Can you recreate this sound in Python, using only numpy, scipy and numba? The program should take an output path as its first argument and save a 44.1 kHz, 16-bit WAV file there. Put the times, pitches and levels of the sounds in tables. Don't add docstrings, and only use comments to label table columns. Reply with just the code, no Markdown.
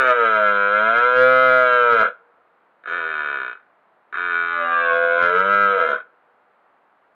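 import sys
import numpy as np
from scipy import signal
from scipy.fft import rfft, irfft, next_fast_len
from scipy.io import wavfile
from scipy.ndimage import map_coordinates
from numba import njit

SR = 44100
rng = np.random.default_rng(int(sys.argv[2]) if len(sys.argv) > 2 else 0)


def boost_factor(decibels):
    exponent = np.asarray(decibels, float) / 20
    return 10 ** exponent


def store_wav(level_fs):
    pcm = np.round(np.clip(np.atleast_2d(level_fs), -1, 1) * 32767)
    wavfile.write(sys.argv[1], SR, pcm.T.astype(np.int16))


N = 315299
LEAD = 4480
SPAN = N + LEAD
TIME = (np.arange(SPAN) - LEAD) / SR


def along(points, hz):
    f, v = np.transpose(points)
    return np.interp(np.log(hz + 1), np.log(f + 1), v)


def coloured(x, points):
    m = next_fast_len(SPAN + 8192)
    gain = boost_factor(along(points, np.fft.rfftfreq(m, 1 / SR)))
    cepstrum = irfft(np.log(gain), m)
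    cepstrum[1:m // 2] *= 2
    cepstrum[m // 2 + 1:] = 0
    return irfft(rfft(x, m) * np.exp(rfft(cepstrum)), m)[..., :x.shape[-1]]


def curves(rows):
    s, *cols = np.transpose(rows)
    return [np.interp(TIME, s, c) for c in cols]


def rounded(rows):
    s, *cols = np.transpose(rows)
    k = np.clip(np.searchsorted(s, TIME) - 1, 0, len(s) - 2)
    gap, out = np.diff(s)[k], []
    u = np.clip((TIME - s[k]) / gap, 0, 1)
    for c in cols:
        rise = np.pad(np.diff(c) / np.diff(s), 1, "edge")
        before, after = rise[:-1], rise[1:]
        slope = 2 * np.maximum(after * before, 0) / (after + before + 1e-9)
        bend = (1 - u) * (slope[k] - rise[k + 1]) + u * (rise[k + 1] - slope[k + 1])
        out.append(c[k] + gap * u * (rise[k + 1] + (1 - u) * bend))
    return out


def wobble(rate):
    knots = rng.standard_normal(int(SPAN * rate / SR) + 4)
    return map_coordinates(knots, [np.arange(SPAN) * rate / SR])


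def microphone_hiss():
    # pitch_hz [Hz], level_db [dB per Hz]
    hiss_colour = [(30, -40.5), (200, -12.5), (400, -7.5), (700, -1.5), (1350, -2.9), (2000, -12.5),
                   (3000, -24), (4200, -33.5), (5600, -47), (7500, -45.5), (16000, -50.5)]
    hiss = coloured(rng.standard_normal(N), hiss_colour)
    return boost_factor(-60) * hiss / hiss.std()


def echoes(x, decay):
    _, t, z = signal.stft(rng.standard_normal(SR), SR, nperseg=256)
    hz = np.fft.rfftfreq(256, 1 / SR)
    fading = z * boost_factor(-60 * t / along(decay, hz)[:, None])
    tail = signal.istft(fading, SR, nperseg=256)[1]
    late = np.pad(x, (500, 0))
    return signal.fftconvolve(late, tail / np.linalg.norm(tail))[:SPAN]


def capsule(x):
    # pitch_hz [Hz], gain_db [dB]
    output_colour = [(30, -0.5), (200, 2.5), (2500, -2.27), (4500, -9.5), (7200, -15.5), (7800, -18),
                     (16000, -8.5)]
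    top = np.where(x > 0, .6, .5)
    squashed = x / (1 + np.abs(x / top) ** 12) ** (1 / 12)
    return coloured(squashed, output_colour)


@njit
def ring(x, hz, radius, gain, scale, leak, step):
    out = np.zeros(len(x))
    for k in range(len(hz)):
        y1 = y2 = 0.0
        for n in range(2, len(x)):
            r = radius[k] * leak[n]
            y = x[n] - x[n - 2] + 2 * r * np.cos(step * hz[k] * scale[n]) * y1 - r * r * y2
            y1, y2 = y, y1
            out[n] += gain[k] * y
    return out


def lips(drive):
    # pitch_hz [Hz], width_hz [Hz], level_db [dB]
    cavities = [(5560, 45, -42), (6200, 40, -35.5), (6900, 100, -42.5)]
    hz, width, db = np.transpose(cavities)
    radius, steady = np.exp(-np.pi * width / SR), np.ones(SPAN)
    return ring(drive, hz, radius, boost_factor(db) * (1 - radius ** 2), steady, steady, 2 * np.pi / SR)


def pulses(s, size):
    tap = np.floor(s * SR)[:, None] + np.arange(-7, 9)
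    lag = tap - s[:, None] * SR
    shape = size[:, None] * np.sinc(lag) * np.cos(np.pi * lag / 16) ** 2
    place = np.clip(tap + LEAD, 0, SPAN - 1).astype(int)
    return np.bincount(place.ravel(), shape.ravel(), SPAN)


def creaks(runs, ratio, count):
    s, gap, db, step_db = np.transpose(runs)[..., None]
    k = np.arange(count)
    at = s - .002 + gap * (1 - ratio ** k) / (1 - ratio)
    return pulses(at.ravel(), boost_factor(db + step_db * k + 18.5).ravel())


def folds(rows, scatter_db):
    # time_s [s], level_db [dB]
    level_bumps = [(.1, 3.5), (.15, -2.5), (.26, 3), (.37, 1), (.8, 1.5), (.97, 2), (2.93, 2), (2.975, 2.5),
                   (4.35, 2), (4.49, -0.5), (5.0, -2), (5.08, -2.5), (5.14, -2), (5.235, 2.5), (5.32, -2.5),
                   (5.385, 1), (5.435, -2), (5.525, 0.5), (5.765, -4), (5.795, 2.5)]
    bump_s, edge_s = .027, .025
    effort_db, pitch = rounded(rows)
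    for s, db in level_bumps:
        effort_db = effort_db + db * np.exp(-((TIME - s) / bump_s) ** 2)

    start, end = rows[0][0], rows[-1][0]
    glide = np.abs(np.gradient(np.log(pitch))) * SR
    edge = np.exp(-np.minimum(np.abs(TIME - start), np.abs(TIME - end)) / edge_s)
    rough = .02 + .1 * glide + .4 * edge

    pitch = pitch * (1 + .002 * wobble(25))
    on = (TIME >= (start or -1)) & (TIME <= end)
    cycle = np.cumsum(pitch * on) / SR
    s = np.interp(np.arange(int(cycle[-1] + .55)), cycle[on], TIME[on])
    at = (s * SR).astype(int) + LEAD
    late, louder = rng.standard_normal((400, 2))[:len(s)].T
    s = s + late * (.0008 + .06 * rough[at] ** 2) / pitch[at]
    size = boost_factor(effort_db[at] + louder * (scatter_db + 3 * rough[at] ** 2))
    beat = pulses(s, size * np.sqrt(SR / pitch[at]))
    puff = np.cos(np.pi * cycle) ** 2 * rng.standard_normal(SPAN) * on
    return beat, boost_factor(effort_db + 18 * rough) * puff, on


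def throat(drive, leak):
    # time_s [s], shortness [pitch factor], chest [extra pitch factor], mouth_opening [0-1]
    larynx = [(0, 0.94, 1.02, .58), (.3, 1.01, 0.99, 0.88), (.5, 1.048, 0.95, 0.98),
              (1.1, 1.034, 1.036, 0.94), (1.9, 1.004, 0.97, 0.93), (2.1, 1.052, 0.99, 0.97),
              (2.8, 1.033, 1.01, 0.21), (3.55, 1.05, 0.93, 0.06), (4.1, 1.26, .97, 0),
              (4.42, 1.32, 1.08, .09), (4.62, 1.28, 0.96, 0.49), (4.8, 1.232, 0.907, 0.92),
              (4.93, 1.14, 0.93, 0.9), (5.15, 1.114, 0.95, 0.7), (5.35, 1.016, 0.92, 0.96),
              (5.8, 1, 1.02, 0.91), (6.0, 1.105, 0.91, 0.5)]
    # pitch_hz [Hz], width_hz [Hz], level_db [dB]
    open_modes = [(206, 12, -13), (477.4, 13.8, 0.5), (639.4, 21.2, -3.5), (944.7, 28, 1.5),
                  (1289, 55.6, -3), (1414.6, 114, -8.5), (1598, 42, -10.5), (1849, 18, -18.5),
                  (2018.5, 17, -10.5), (2239, 35, -16.5), (2426, 21, -18), (2706, 33, -23.5),
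                  (3066, 40, -19.5), (3358, 17, -23.5), (3670, 66, -29), (3840, 39, -26.5), (3945, 31, -28)]
    closed_modes = [(218, 450, -24.5), (395, 50, -12), (614, 100, -19), (705, 340, -19.5),
                    (951.4, 18, -7.5), (1178, 110, -15), (1400.4, 54, -5.5), (1689.5, 27, -1.5),
                    (2218, 50, -13.5), (2416, 29, -15.5), (2760, 22, -22), (2920, 90, -32),
                    (3040, 51, -23.5), (3510, 78, -22), (4020, 70, -26.5)]
    # pitch_hz [Hz], gain_db [dB]
    housing = [(60, -16), (150, -7), (250, -9), (380, -3.5), (520, 1.9), (700, -0.9), (880, -5), (1100, 5),
               (1430, 8.5), (1660, 9), (1790, -5.5), (2050, 5), (3980, 6), (4400, -25.5)]
    band_edges = (850, 1150, 1800)
    open_db = (-7, -18.5, 2.12, -13.5)
    closed_db = (-14.5, -18, 2.2, -11.5)
    high_db = (5, 46.5, -5, 3.5)

    short, chest, opening = curves(larynx)
    opening = np.clip(opening, 0, 1)
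    upper = short * np.minimum(chest, 1) ** .4
    sink = np.array([short * chest, short, short, upper])
    still = np.ones(sink.shape)
    lift = boost_factor(np.transpose([high_db]) * (sink - 1))
    tremor = 1 + .003 * wobble(14)
    shapes = (
        (open_modes, sink, opening * lift, open_db),
        (closed_modes, 1.04 * still, (1 - opening) * still, closed_db),
    )
    out = np.zeros(drive.shape)
    for modes, scale, share, power_db in shapes:
        hz, width, db = np.transpose(modes)
        radius = np.exp(-np.pi * width / SR)
        gain = boost_factor(db) * (1 - radius ** 2) * (-1.0) ** np.arange(len(hz))
        passed = 4 * boost_factor(db + along(housing, hz)) ** 2 * np.pi * width / SR
        for band in range(len(drive)):
            own = np.digitize(hz, band_edges) == band
            level = boost_factor(power_db[band]) / np.sqrt(passed[own].sum())
            out[band] += ring(drive[band] * share[band], hz[own], radius[own], level * gain[own],
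                              scale[band] * tremor, leak, 2 * np.pi / SR)
    return coloured(out, housing)


def stag():
    # time_s [s], effort_db [dB], pitch_hz [Hz]
    first_roar = [(0.0, -11, 132.4), (.15, -13.5, 120.4), (.4, -16, 105.7), (.63, -17, 100.6),
                  (.8, -16.5, 106.7), (1.08, -15, 124.4), (1.36, -12.5, 129.2), (1.9, -14, 118.3),
                  (2.03, -14.5, 105.4)]
    second_roar = [(2.885, -24.5, 79.4), (2.957, -23, 88.65), (3.001, -23, 82.55), (3.096, -22.5, 79.5),
                   (3.238, -22.5, 74.4), (3.361, -24, 68.8), (3.495, -29, 60.35), (3.542, -33.5, 59.2)]
    third_roar = [(4.171, -24.5, 87.1), (4.215, -22.5, 89.12), (4.36, -21.5, 85.57), (5.039, -18, 84.58),
                  (5.25, -15.5, 87.19), (5.561, -16, 101.1), (5.735, -16, 97.23), (5.83, -18, 81.53),
                  (5.923, -17.5, 69.7)]
    # start_s [s], first_gap_s [s], level_db [dB], step_db [dB a pulse]
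    starts = [
        (2.839, .020, -30, 7.5),
        (4.128, .0155, -21, 2.5),
    ]
    stops = [
        (2.031, .0095, -5, -3),
        (3.554, .02, -34.5, -5),
        (5.931, .013, -6.5, -5),
    ]
    # pitch_hz [Hz], level_db [dB]
    air_colour = [(3000, -44), (4350, -1), (4900, -15), (5400, -5.5), (5900, -12), (6350, 1), (6900, -5.5),
                  (7300, -13.5), (7600, -50.5)]

    roars = [folds(first_roar, .15), folds(second_roar, .45), folds(third_roar, .3)]
    beat, puff, on = [sum(parts) for parts in zip(*roars)]
    source = beat + puff * boost_factor([[-38], [-36], [-32], [-14]])
    leak = np.exp(-np.pi * 30 * (1 - on) / SR)

    creak = creaks(starts, .8, count=3) + creaks(stops, 1.23, count=5)
    fade = boost_factor(-60 * np.arange(4000) / SR / .08)
    leakage = np.abs(signal.fftconvolve(creak, fade)[:SPAN])
    creak = creak + boost_factor(-23.5) * leakage * rng.standard_normal(SPAN)

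    hissing = coloured(puff + .3 * beat + boost_factor(-8.5) * creak, air_colour)
    air = lips(beat + puff + creak) + boost_factor(-26) * hissing
    drive = source + creak * boost_factor([[-2], [-2], [.1], [-3]])
    return throat(drive, leak).sum(0) + air


def scene():
    # pitch_hz [Hz], fade_s [s]
    trunks = [(300, .17), (1500, .21), (3000, .18), (10000, .08)]
    slopes = [(300, 1.8), (1400, 1.1), (3000, 0.84), (10000, 0.35)]
    voice = stag()
    near = boost_factor(-14.5) * echoes(voice, trunks)
    far = boost_factor(-39.5) * echoes(voice, slopes)
    return capsule(voice + near + far)[None, LEAD:]


def top_cut(x):
    return signal.sosfilt(signal.butter(12, 15800, fs=SR, output="sos"), x)


def record(dry):
    mix = dry + microphone_hiss()
    return top_cut(mix)


dry = scene()
out = record(dry)
store_wav(out)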